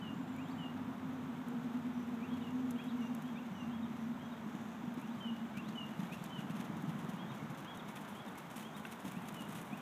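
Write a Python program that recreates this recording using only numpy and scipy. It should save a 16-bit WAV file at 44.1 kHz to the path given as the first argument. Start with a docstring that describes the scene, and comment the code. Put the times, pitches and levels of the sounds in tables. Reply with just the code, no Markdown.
"""A horse canters round a dirt arena and comes up close: dull hoof thuds from short ringing modes,
sprays of grit from dense random grains, small clicks of tack from decaying noise.
A distant engine, a stack of fading harmonics, sinks in pitch as it fades, over the noise of far traffic.
Songbirds, gliding sine whistles, sing from the bare trees around the arena, which echo them."""
import sys
import numpy as np
from scipy import signal
from scipy.fft import rfft, irfft, next_fast_len
from scipy.io import wavfile
from scipy.ndimage import map_coordinates

SR = 44100
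rng = np.random.default_rng(int(sys.argv[2]) if len(sys.argv) > 2 else 0)


def store_pcm(level_fs):
    """Save levels as 16-bit WAV."""
    pcm = np.round(np.clip(level_fs, -1, 1) * 32767).astype(np.int16)
    wavfile.write(sys.argv[1], SR, np.atleast_2d(pcm).T)


N = 432617

# hooves landing, scuffing and pushing off: [t/s, thud level/dB and kicked dirt level/dB before trims, spray t60/s]
FOOTFALLS = [(3.511, -29, -65, .12), (3.96, -43, -56, .15), (4.459, -30.5, -61, 0.11),
             (4.545, -31, -59, 0.14), (4.835, -31, -73, .1), (4.871, -31, -79, .1), (4.972, -28.5, -64, .2),
             (5.568, -32, -51, 0.046), (5.682, -29, -59, .12), (5.888, -38, -62, 0.11),
             (5.988, -25.5, -55, .2), (6.027, -29, -60, .25), (6.115, -37, -52, .25),
             (6.255, -35, -65, .15), (6.385, -30, -55, .08), (6.441, -30, -75, .1),
             (6.497, -27.5, -54, 0.075), (6.55, -40, -56, .27), (6.595, -30.5, -55, 0.18),
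             (6.652, -47, -57, 0.058), (6.695, -29, -79, .1), (6.766, -41, -54, 0.069),
             (6.835, -27.5, -79, .1), (6.874, -27, -64, 0.11), (6.887, -35, -54.5, 0.1),
             (6.95, -31, -64, .1), (6.984, -47, -54.5, .2), (7.04, -29.5, -64, 0.11),
             (7.085, -29, -55, .22), (7.135, -36, -64, 0.14), (7.241, -33, -72, .1), (7.307, -33, -74, .1),
             (7.338, -46, -56, 0.22), (7.42, -31, -66, .2), (7.498, -31, -56.5, .15),
             (7.571, -45, -54, .16), (7.6, -43, -66, .1), (7.744, -50, -58, .1), (7.878, -44, -52.5, .16),
             (7.952, -39, -52, .2), (8.007, -39, -60, 0.13), (8.082, -45, -52.5, 0.19),
             (8.148, -50, -58, .08), (8.279, -45, -58, 0.09), (8.378, -42, -57, .15),
             (8.448, -41, -63, 0.12), (8.5, -52, -58, .25), (8.558, -36, -46.5, 0.15),
             (8.605, -45, -57, 0.19), (8.763, -37, -52, 0.1), (8.793, -44, -61, .064),
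             (8.849, -58, -57, 0.11), (8.911, -42, -52.5, .13), (8.985, -50, -61, .25),
             (9.046, -31, -49.5, 0.15), (9.077, -35, -59, 0.11), (9.109, -42, -56, 0.11),
             (9.165, -29.5, -82, 0.11), (9.253, -38, -57, 0.13), (9.283, -40, -50, .03),
             (9.339, -42, -51, 0.033), (9.403, -32, -50, 0.13), (9.486, -33, -53.5, 0.19),
             (9.549, -34, -51, .13), (9.566, -46, -58, 0.19), (9.725, -30.5, -67, 0.069),
             (9.77, -42, -61, .078)]
# colour of falling grit and small stones: [f/Hz, relative level/dB]
GRIT_COLOUR = [(250, -15), (450, 12.5), (1000, 11), (2500, 11.5), (3600, 10), (4600, -2.5), (6600, 5),
               (9000, -6), (12000, 0), (15000, -12.5)]
# the near bird's hook, steep sweep and falling slur:
# [t into the phrase/s, length/s, lateness of the swell, [f/Hz at even steps, before shift and bow]]
NEAR_NOTES = [(0, .097, 3.3, [2300, 2285, 2275, 2300, 2470, 2730, 2810]),
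              (0.115, .075, 0.85, [3130, 3300, 3620, 4120, 4750]),
              (0.241, 0.11, 0.91, [3060, 2977, 2888, 2810, 2760])]


def amp(db):
    """Decibels to gain."""
    return 10 ** (np.asarray(db) / 20)


def unit(x):
    """Scale to rms 1."""
    return x / np.sqrt(np.mean(x ** 2) + 1e-20)


def curve(rows):
    """Join (t/s, value) rows by straight lines, one value per sample."""
    return np.interp(np.arange(N) / SR, *np.transpose(rows))


def wobble(rate):
    """A smooth random curve around 0, rate knots a second."""
    knots = rng.standard_normal(int(N * rate / SR) + 4)
    return map_coordinates(knots, [np.arange(N) * rate / SR])


def coloured(x, points):
    """Filter x through a spectrum of (f/Hz, relative level/dB), then scale to rms 1."""
    size = next_fast_len(N + SR // 4)
    hz, db = np.transpose(points)
    bins_hz = np.fft.rfftfreq(size, 1 / SR)
    gain = amp(np.interp(np.log(bins_hz + 1), np.log(hz), db))
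    return unit(irfft(rfft(x, size) * gain, size)[:N])


def noise(points):
    """Coloured noise of rms 1."""
    return coloured(rng.standard_normal(N), points)


def add(track, s, sound):
    """Mix a sound into the track at s seconds, trimming what falls outside."""
    start = round(s * SR)
    sound = sound[max(-start, 0):]
    part = track[max(start, 0):][:len(sound)]
    part += sound[:len(part)]


def blows(events, modes, attack, scatter):
    """Each blow of (t/s, peak/dB, pitch factor) rings the modes, a little detuned from spot to spot."""
    out, t = np.zeros(N), np.arange(SR // 5) / SR
    for s, db, pitch in events:
        detune = pitch * np.exp(scatter * rng.standard_normal())
        ring = np.zeros(len(t))
        for hz, level, t60 in modes:
            decay = amp(level + rng.normal(0, 1.8) - 60 * t / t60)
            ring += decay * np.sin(2 * np.pi * hz * detune * t)
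        ring *= (1 - np.exp(-t / attack)) ** 2
        add(out, s, amp(db) * ring / np.abs(ring).max())
    return out


def rumble():
    """Low noise whose level drifts and trembles slightly."""
    # [t/s, level/dB before a trim]
    rumble_level = [(0, -49), (2.5, -52), (3.6, -52), (5.5, -52.5), (6.4, -49), (6.9, -47.5), (7.25, -50.5),
                    (8.3, -54), (8.95, -55), (9.15, -49.5), (9.8, -51)]
    # [f/Hz, relative level/dB]
    rumble_colour = [(25, -40), (45, -37), (65, -25.5), (90, -15), (120, -10), (155, -0.5), (205, -0.5),
                     (255, -2), (295, -6), (380, -17), (520, -37), (1000, -71)]
    trim_db, swing_db = 1.5, 0.53
    return noise(rumble_colour) * amp(curve(rumble_level) + trim_db + swing_db * wobble(14))


def traffic():
    """Far traffic merges into a steady rush of mid-band noise."""
    # [t/s, level/dB before a trim]
    traffic_level = [(0.0, -54.5), (5.98, -54.5), (6.78, -52.5), (8.93, -54), (9.81, -53)]
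    # [f/Hz, relative level/dB]
    traffic_colour = [(150, -28), (350, 0), (520, -3), (700, 0), (950, 1), (1400, -3.5), (2000, -10),
                      (2700, -14.5), (3600, -16), (4400, -27.5), (7000, -38.5)]
    trim_db, swing_db = 1.5, 0.19
    return noise(traffic_colour) * amp(curve(traffic_level) + trim_db + swing_db * wobble(3.6))


def hiss():
    """A thin, steady treble noise."""
    # [f/Hz, relative level/dB]
    hiss_colour = [(1000, -30), (4000, -7), (5000, 1), (6600, 0.5), (8000, 2), (9500, -7), (12000, -0.5),
                   (15000, 0.5)]
    return amp(-72.5) * noise(hiss_colour)


def shimmer():
    """A faint high band of noise that swells and ebbs."""
    # [f/Hz, relative level/dB]
    shimmer_colour = [(4800, -28), (5800, 0.5), (6700, 1), (7700, -6.5), (9000, -34)]
    level_db, swing_db = -81, 2.5
    return noise(shimmer_colour) * amp(level_db + swing_db * wobble(5))


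def engine():
    """Harmonics of a far engine's pulse rate; each fades in and out on its way through the air."""
    # falling engine speed: [t/s, pulse rate f/Hz]
    engine_speed = [(0, 19.9), (1, 20), (2, 19.05), (2.7, 19.76), (3.5, 18.8), (5.6, 17.96), (9.8, 17)]
    # the main harmonics: [multiple of the pulse rate, relative level/dB, depth of fading]
    drone_orders = [(8, -21, .3), (11, -12.5, .98), (12, -2.5, 0.74), (13, -1, 0.79)]
    # gain of the drone: [t/s, level/dB]
    drone_level = [(0, -47.5), (.9, -44.5), (1.4, -46.5), (1.85, -41.5), (2.3, -45), (2.6, -42),
                   (3.15, -41), (3.4, -48.5), (3.9, -42.5), (4.3, -50.5), (5.4, -46), (6.2, -54.5),
                   (9.8, -62.5)]
    # gain of the upper harmonics: [t/s, level/dB]
    upper_level = [(0, -91), (1.5, -65), (2.2, -64), (3, -64), (3.6, -78), (9.8, -93)]
    # the lowest line: [t/s, level/dB]
    hum_level = [(0, -60.5), (1, -63), (1.5, -68.5), (2.1, -62.5), (2.7, -62.5), (3.1, -73), (3.6, -64),
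                 (4.4, -68.5), (5.5, -74), (9.8, -78)]
    phase = 2 * np.pi * np.cumsum(curve(engine_speed)) / SR

    def partial(order, blur, rate):
        """One harmonic at rms 1; random sidebands blur its level and phase."""
        fading = 1 + blur * (wobble(rate) + 1j * wobble(rate))
        carrier = np.exp(1j * (round(order) * phase + rng.uniform(0, 2 * np.pi)))
        return unit(np.real(fading * carrier))

    hum = partial(order=5, blur=0.2, rate=10)
    drone = sum(amp(db) * partial(order, blur, rate=24) for order, db, blur in drone_orders)
    upper = amp(1.5) * partial(order=24, blur=0.69, rate=32)
    upper += amp(-2.5) * partial(order=19, blur=1.8, rate=49)
    return hum * amp(curve(hum_level)) + drone * amp(curve(drone_level)) + upper * amp(curve(upper_level))


def twitters():
    """Faint, buzzy high calls of small birds far away: a sine with a fast-wavering pitch."""
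    # [t/s, length/s, level/dB]
    calls = [(1.918, .14, -73), (2.96, .15, -71), (3.497, .17, -70.5), (3.97, .14, -78), (4.22, .07, -74),
             (5.03, .08, -73)]
    centre_hz, spread_hz = 5900, 260
    strength = np.zeros(N)
    for s, length, db in calls:
        add(strength, s, amp(db) * np.sqrt(np.abs(np.hanning(int(length * SR)))))
    return strength * np.sin(2 * np.pi * np.cumsum(centre_hz + spread_hz * wobble(300)) / SR)


def thin_call():
    """A single high thin whistle that rises and falls unsteadily."""
    # [t/s, f/Hz]
    glide = [(.06, 6360), (.17, 7150), (.29, 7450), (.37, 6860), (.46, 7370), (.56, 7500), (.66, 6910),
             (.76, 6400)]
    calling = curve([(glide[0][0], 0), (0.15, 1), (0.6, 1), (glide[-1][0], 0)])
    hz = curve(glide) + 150 * wobble(150)
    return amp(-78) * calling * np.sin(2 * np.pi * np.cumsum(hz) / SR)


def sing(notes):
    """Gliding, unsteady whistles from rows of (t/s, length/s, level/dB, lateness of the swell, f/Hz steps)."""
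    warble_hz, warble_rate = 20.8, 110  # depth up to the slur's pitch; knots a second
    rise_hz = 516  # above the slur's pitch, e times rougher for each such step, up to 6 times
    slur_hz = NEAR_NOTES[-1][-1][0]
    song = np.zeros(N)
    warble = warble_hz * wobble(warble_rate)
    for s, length, db, lateness, pitch_hz in notes:
        u = np.linspace(0, 1, int(length * SR))
        hz = map_coordinates(np.array(pitch_hz, float), [u * (len(pitch_hz) - 1)], mode="nearest")
        roughness = np.clip(np.exp((hz - slur_hz) / rise_hz), 1, 6)
        hz += np.roll(warble, -round(s * SR))[:len(u)] * roughness
        swell = np.abs(np.sin(np.pi * u ** lateness)) ** 0.42
        add(song, s, amp(db) * swell * np.sin(2 * np.pi * np.cumsum(hz) / SR))
    return song


def far_bird():
    """The far songbird whistles an arch, a flick and a low note in each phrase."""
    # [t into the phrase/s, length/s, level/dB over the phrase, lateness of the swell, [f/Hz at even steps]]
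    far_notes = [(-.015, .095, -1, 1.18, [2785, 3100, 3290, 3314, 3260]),
                 (.108, .05, -2.5, 1.3, [3800, 3736, 3660, 3280, 3157]),
                 (.185, .08, -5, 1.2, [2306, 2207, 2170, 2214, 2290])]
    # [t/s, level/dB]
    far_phrases = [(2.29, -62), (2.768, -58.5), (3.238, -62.5), (3.71, -61), (4.2, -63), (7.18, -56.5),
                   (7.66, -57), (8.152, -58), (8.635, -57.5)]
    return sing([(s + delay, length, db + note_db, lateness, pitch_hz)
                 for s, db in far_phrases
                 for delay, length, note_db, lateness, pitch_hz in far_notes])


def near_bird():
    """The near songbird whistles a hook, a steep sweep and a slur, shifted in pitch from phrase to phrase."""
    # [t/s, pitch shift f/Hz, upward bow of the slur f/Hz, hook level/dB, sweep level/dB, slur level/dB]
    near_phrases = [(-.232, 2, 0, -57, -66, -51.5), (.335, 18, -13, -56, -63, -53),
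                    (2.166, -19.5, -22, -58, -73, -59), (2.735, -26, -19, -58, -72, -58),
                    (3.305, -21, -17, -57.5, -78, -57), (4.963, 59.5, 69, -61, -67, -48.5),
                    (5.512, -1, 0, -53.5, -64, -48), (6.056, -19.5, 164, -55, -67, -52),
                    (9.097, 6, 3, -59.5, -76, -56), (9.667, 6, 0, -55, -75, -55)]
    notes = []
    for s, shift_hz, bow_hz, *levels_db in near_phrases:
        for (delay, length, lateness, pitch_hz), db, bow in zip(NEAR_NOTES, levels_db, (0, 0, bow_hz)):
            arch = np.sin(np.linspace(0, np.pi, len(pitch_hz)))
            notes.append((s + delay, length, db, lateness, np.add(pitch_hz, shift_hz) + bow * arch))
    return sing(notes)


def birds():
    """All the birds together, with a soft diffuse echo from the trees and a few distinct ones."""
    # single trunks and the fence answer: [delay t/s, level/dB]
    tree_echoes = [(.041, -13), (.066, -20.5), (.118, -23)]
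    song = near_bird() + far_bird() + twitters() + thin_call()
    song *= amp(3.1 * wobble(90))  # moving air makes the notes flutter
    t = np.arange(SR) / SR
    trees = rng.standard_normal(SR) * amp(-60 * t / 0.68)  # t60 of 0.68 s
    echo = amp(-8.5) * signal.fftconvolve(song, trees / np.linalg.norm(trees))[:N]
    for delay, db in tree_echoes:
        add(echo, delay, amp(db) * song)
    return song + echo


def tack():
    """Buckles and stones tick: very short bursts of bright noise."""
    # [t/s, level/dB before a trim, t60/s]
    ticks = [(.363, -41, .012), (1.483, -44, .026), (2.707, -34, .026), (2.839, -48, .045),
             (3.149, -29.5, .01), (3.2207, -43, .026), (4.94, -45, .026), (4.996, -47, .026),
             (5.014, -45, .026), (6.239, -34.5, .026), (6.8223, -43, .026), (7.773, -37, 0.016),
             (8.3546, -42, .012), (8.376, -41, .026), (8.382, -39.5, .026), (8.5646, -39, .02),
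             (9.3234, -39, .014), (9.3434, -42, .026), (9.614, -38, .026)]
    # [f/Hz, relative level/dB]
    tick_colour = [(1500, 12.5), (4000, -10), (6500, 4.5), (9000, 2.5), (12000, 6.5), (15000, -1)]
    trim_db, attack_s = -7.0, 0.001
    strength, t = np.zeros(N), np.arange(SR // 20) / SR
    for s, db, t60 in ticks:
        add(strength, s, amp(db + trim_db - 60 * t / t60) * (1 - np.exp(-t / attack_s)))
    return strength * noise(tick_colour)


def crumbs():
    """Single small stones land at random as short noise bursts, clearer as the horse comes near."""
    count, first_s, span_s, t60_s = 70, 5.2, 3.5, 0.031
    strength, t = np.zeros(N), np.arange(SR // 50) / SR
    for place, size in rng.random((count, 2)):
        db = -69.5 + 5.7 * place + 11.5 * size ** 2
        add(strength, first_s + span_s * place, amp(db - 60 * t / t60_s))
    return strength * noise(GRIT_COLOUR)


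def dirt():
    """Kicked dirt patters down after each hoof: random grains of grit and dust, falling in clods."""
    # loose dirt trickling between the sprays: [t/s, level/dB]
    trickle = [(0, -77), (2, -70.5), (3, -67.5), (3.6, -74), (5.5, -71), (6.2, -68.5), (7.4, -78.5),
               (8.2, -76.5), (8.7, -72.5), (9.1, -69), (9.5, -67.5), (9.8, -72.5)]
    # fine dust is only heard close by: [t/s, level/dB against the grit, before a trim]
    nearness = [(0, -35), (7, -8), (8, -3.5), (8.7, -2.5), (9.4, -3.5), (9.8, 2)]
    # [f/Hz, relative level/dB]
    dust_colour = [(4000, -13), (8500, 1.5), (11500, -0.5), (13500, -2), (15500, -4)]
    attack_s, hold_s = 0.0027, 0.008  # the hoof slides for the hold before the spray dies away
    spray_trim_db, dust_trim_db, trickle_swing_db = -6.5, -2.5, 2.0
    grain_share, grain_swing_db = 0.08, 1.5  # share of samples that hold a grain; how unevenly they fall
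    clod_swing_db, clod_rate = 1.97, 100  # depth, knots a second

    def grains():
        """Sparse random impulses of uneven strength."""
        falling = rng.random(N) < grain_share
        strength_db = 0.73 * rng.standard_normal(N) + grain_swing_db * wobble(420)
        return rng.standard_normal(N) * falling * amp(strength_db)

    flow, t = np.zeros(N), np.arange(SR // 4) / SR
    for s, _, db, t60 in FOOTFALLS:
        spray = (1 - np.exp(-t / attack_s)) * amp(-60 * np.maximum(t - hold_s, 0) / t60)
        add(flow, s, amp(db + spray_trim_db) * spray / spray.max())
    flow += amp(curve(trickle) + trickle_swing_db * wobble(22))
    clods = amp(clod_swing_db * wobble(clod_rate) + 1.5)
    dust = amp(curve(nearness) + dust_trim_db) * coloured(grains(), dust_colour)
    return (coloured(grains(), GRIT_COLOUR) + dust) * clods * flow


def clacks():
    """A hoof meets something hard, which rings briefly in several high modes."""
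    # [t/s, peak level/dB]
    hits = [(5.568, -47), (7.972, -45), (8.851, -34.5)]
    # [f/Hz, relative level/dB, t60/s], before random detuning and level scatter
    clack_modes = [(1480, 0, .018), (1780, 1, 0.013), (2200, -5, .012), (2600, -1, 0.023), (2950, -3, .012),
                   (3250, -1.5, .013)]
    return blows([(s, db, 1) for s, db in hits], clack_modes, attack=0.00038, scatter=0.03)


def hooves():
    """Soft ground rings in a few low modes; it swallows the attack and carries neither deep bass nor treble."""
    # the footing: [f/Hz, relative level/dB, t60/s], before pitch factor, detuning and level scatter
    ground_modes = [(150, -6, 0.027), (197, 1.5, 0.06), (241, -2, 0.036)]
    # softer footing sounds deeper: [t/s, factor on the modes' pitch]
    ground_pitch = [(4.9, 1.12), (6, 0.99), (6.8, 0.95), (7.4, 0.83), (8.5, 0.986), (9.8, 1)]
    low_hz, high_hz, trim_db = 118, 340, -3.0
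    landings = [(s, db, np.interp(s, *np.transpose(ground_pitch))) for s, db, _, _ in FOOTFALLS]
    thuds = blows(landings, ground_modes, attack=0.0029, scatter=0.069)
    band = signal.butter(3, [low_hz, high_hz], "bandpass", fs=SR, output="sos")
    return amp(trim_db) * signal.sosfilt(band, thuds)


def scene():
    """The horse in front, everything else behind it, in one channel."""
    background = rumble() + traffic() + hiss() + shimmer()
    horse = tack() + crumbs() + dirt() + clacks() + hooves()
    return (background + engine() + birds() + horse)[None]


def record(dry):
    """A sharp band limit passes nothing from its top frequency upward."""
    top_hz = 15400
    size = next_fast_len(N + SR // 4)
    passed = np.fft.rfftfreq(size, 1 / SR) < top_hz
    return irfft(rfft(dry, size) * passed, size)[:, :N]


dry = scene()
out = record(dry)
store_pcm(out)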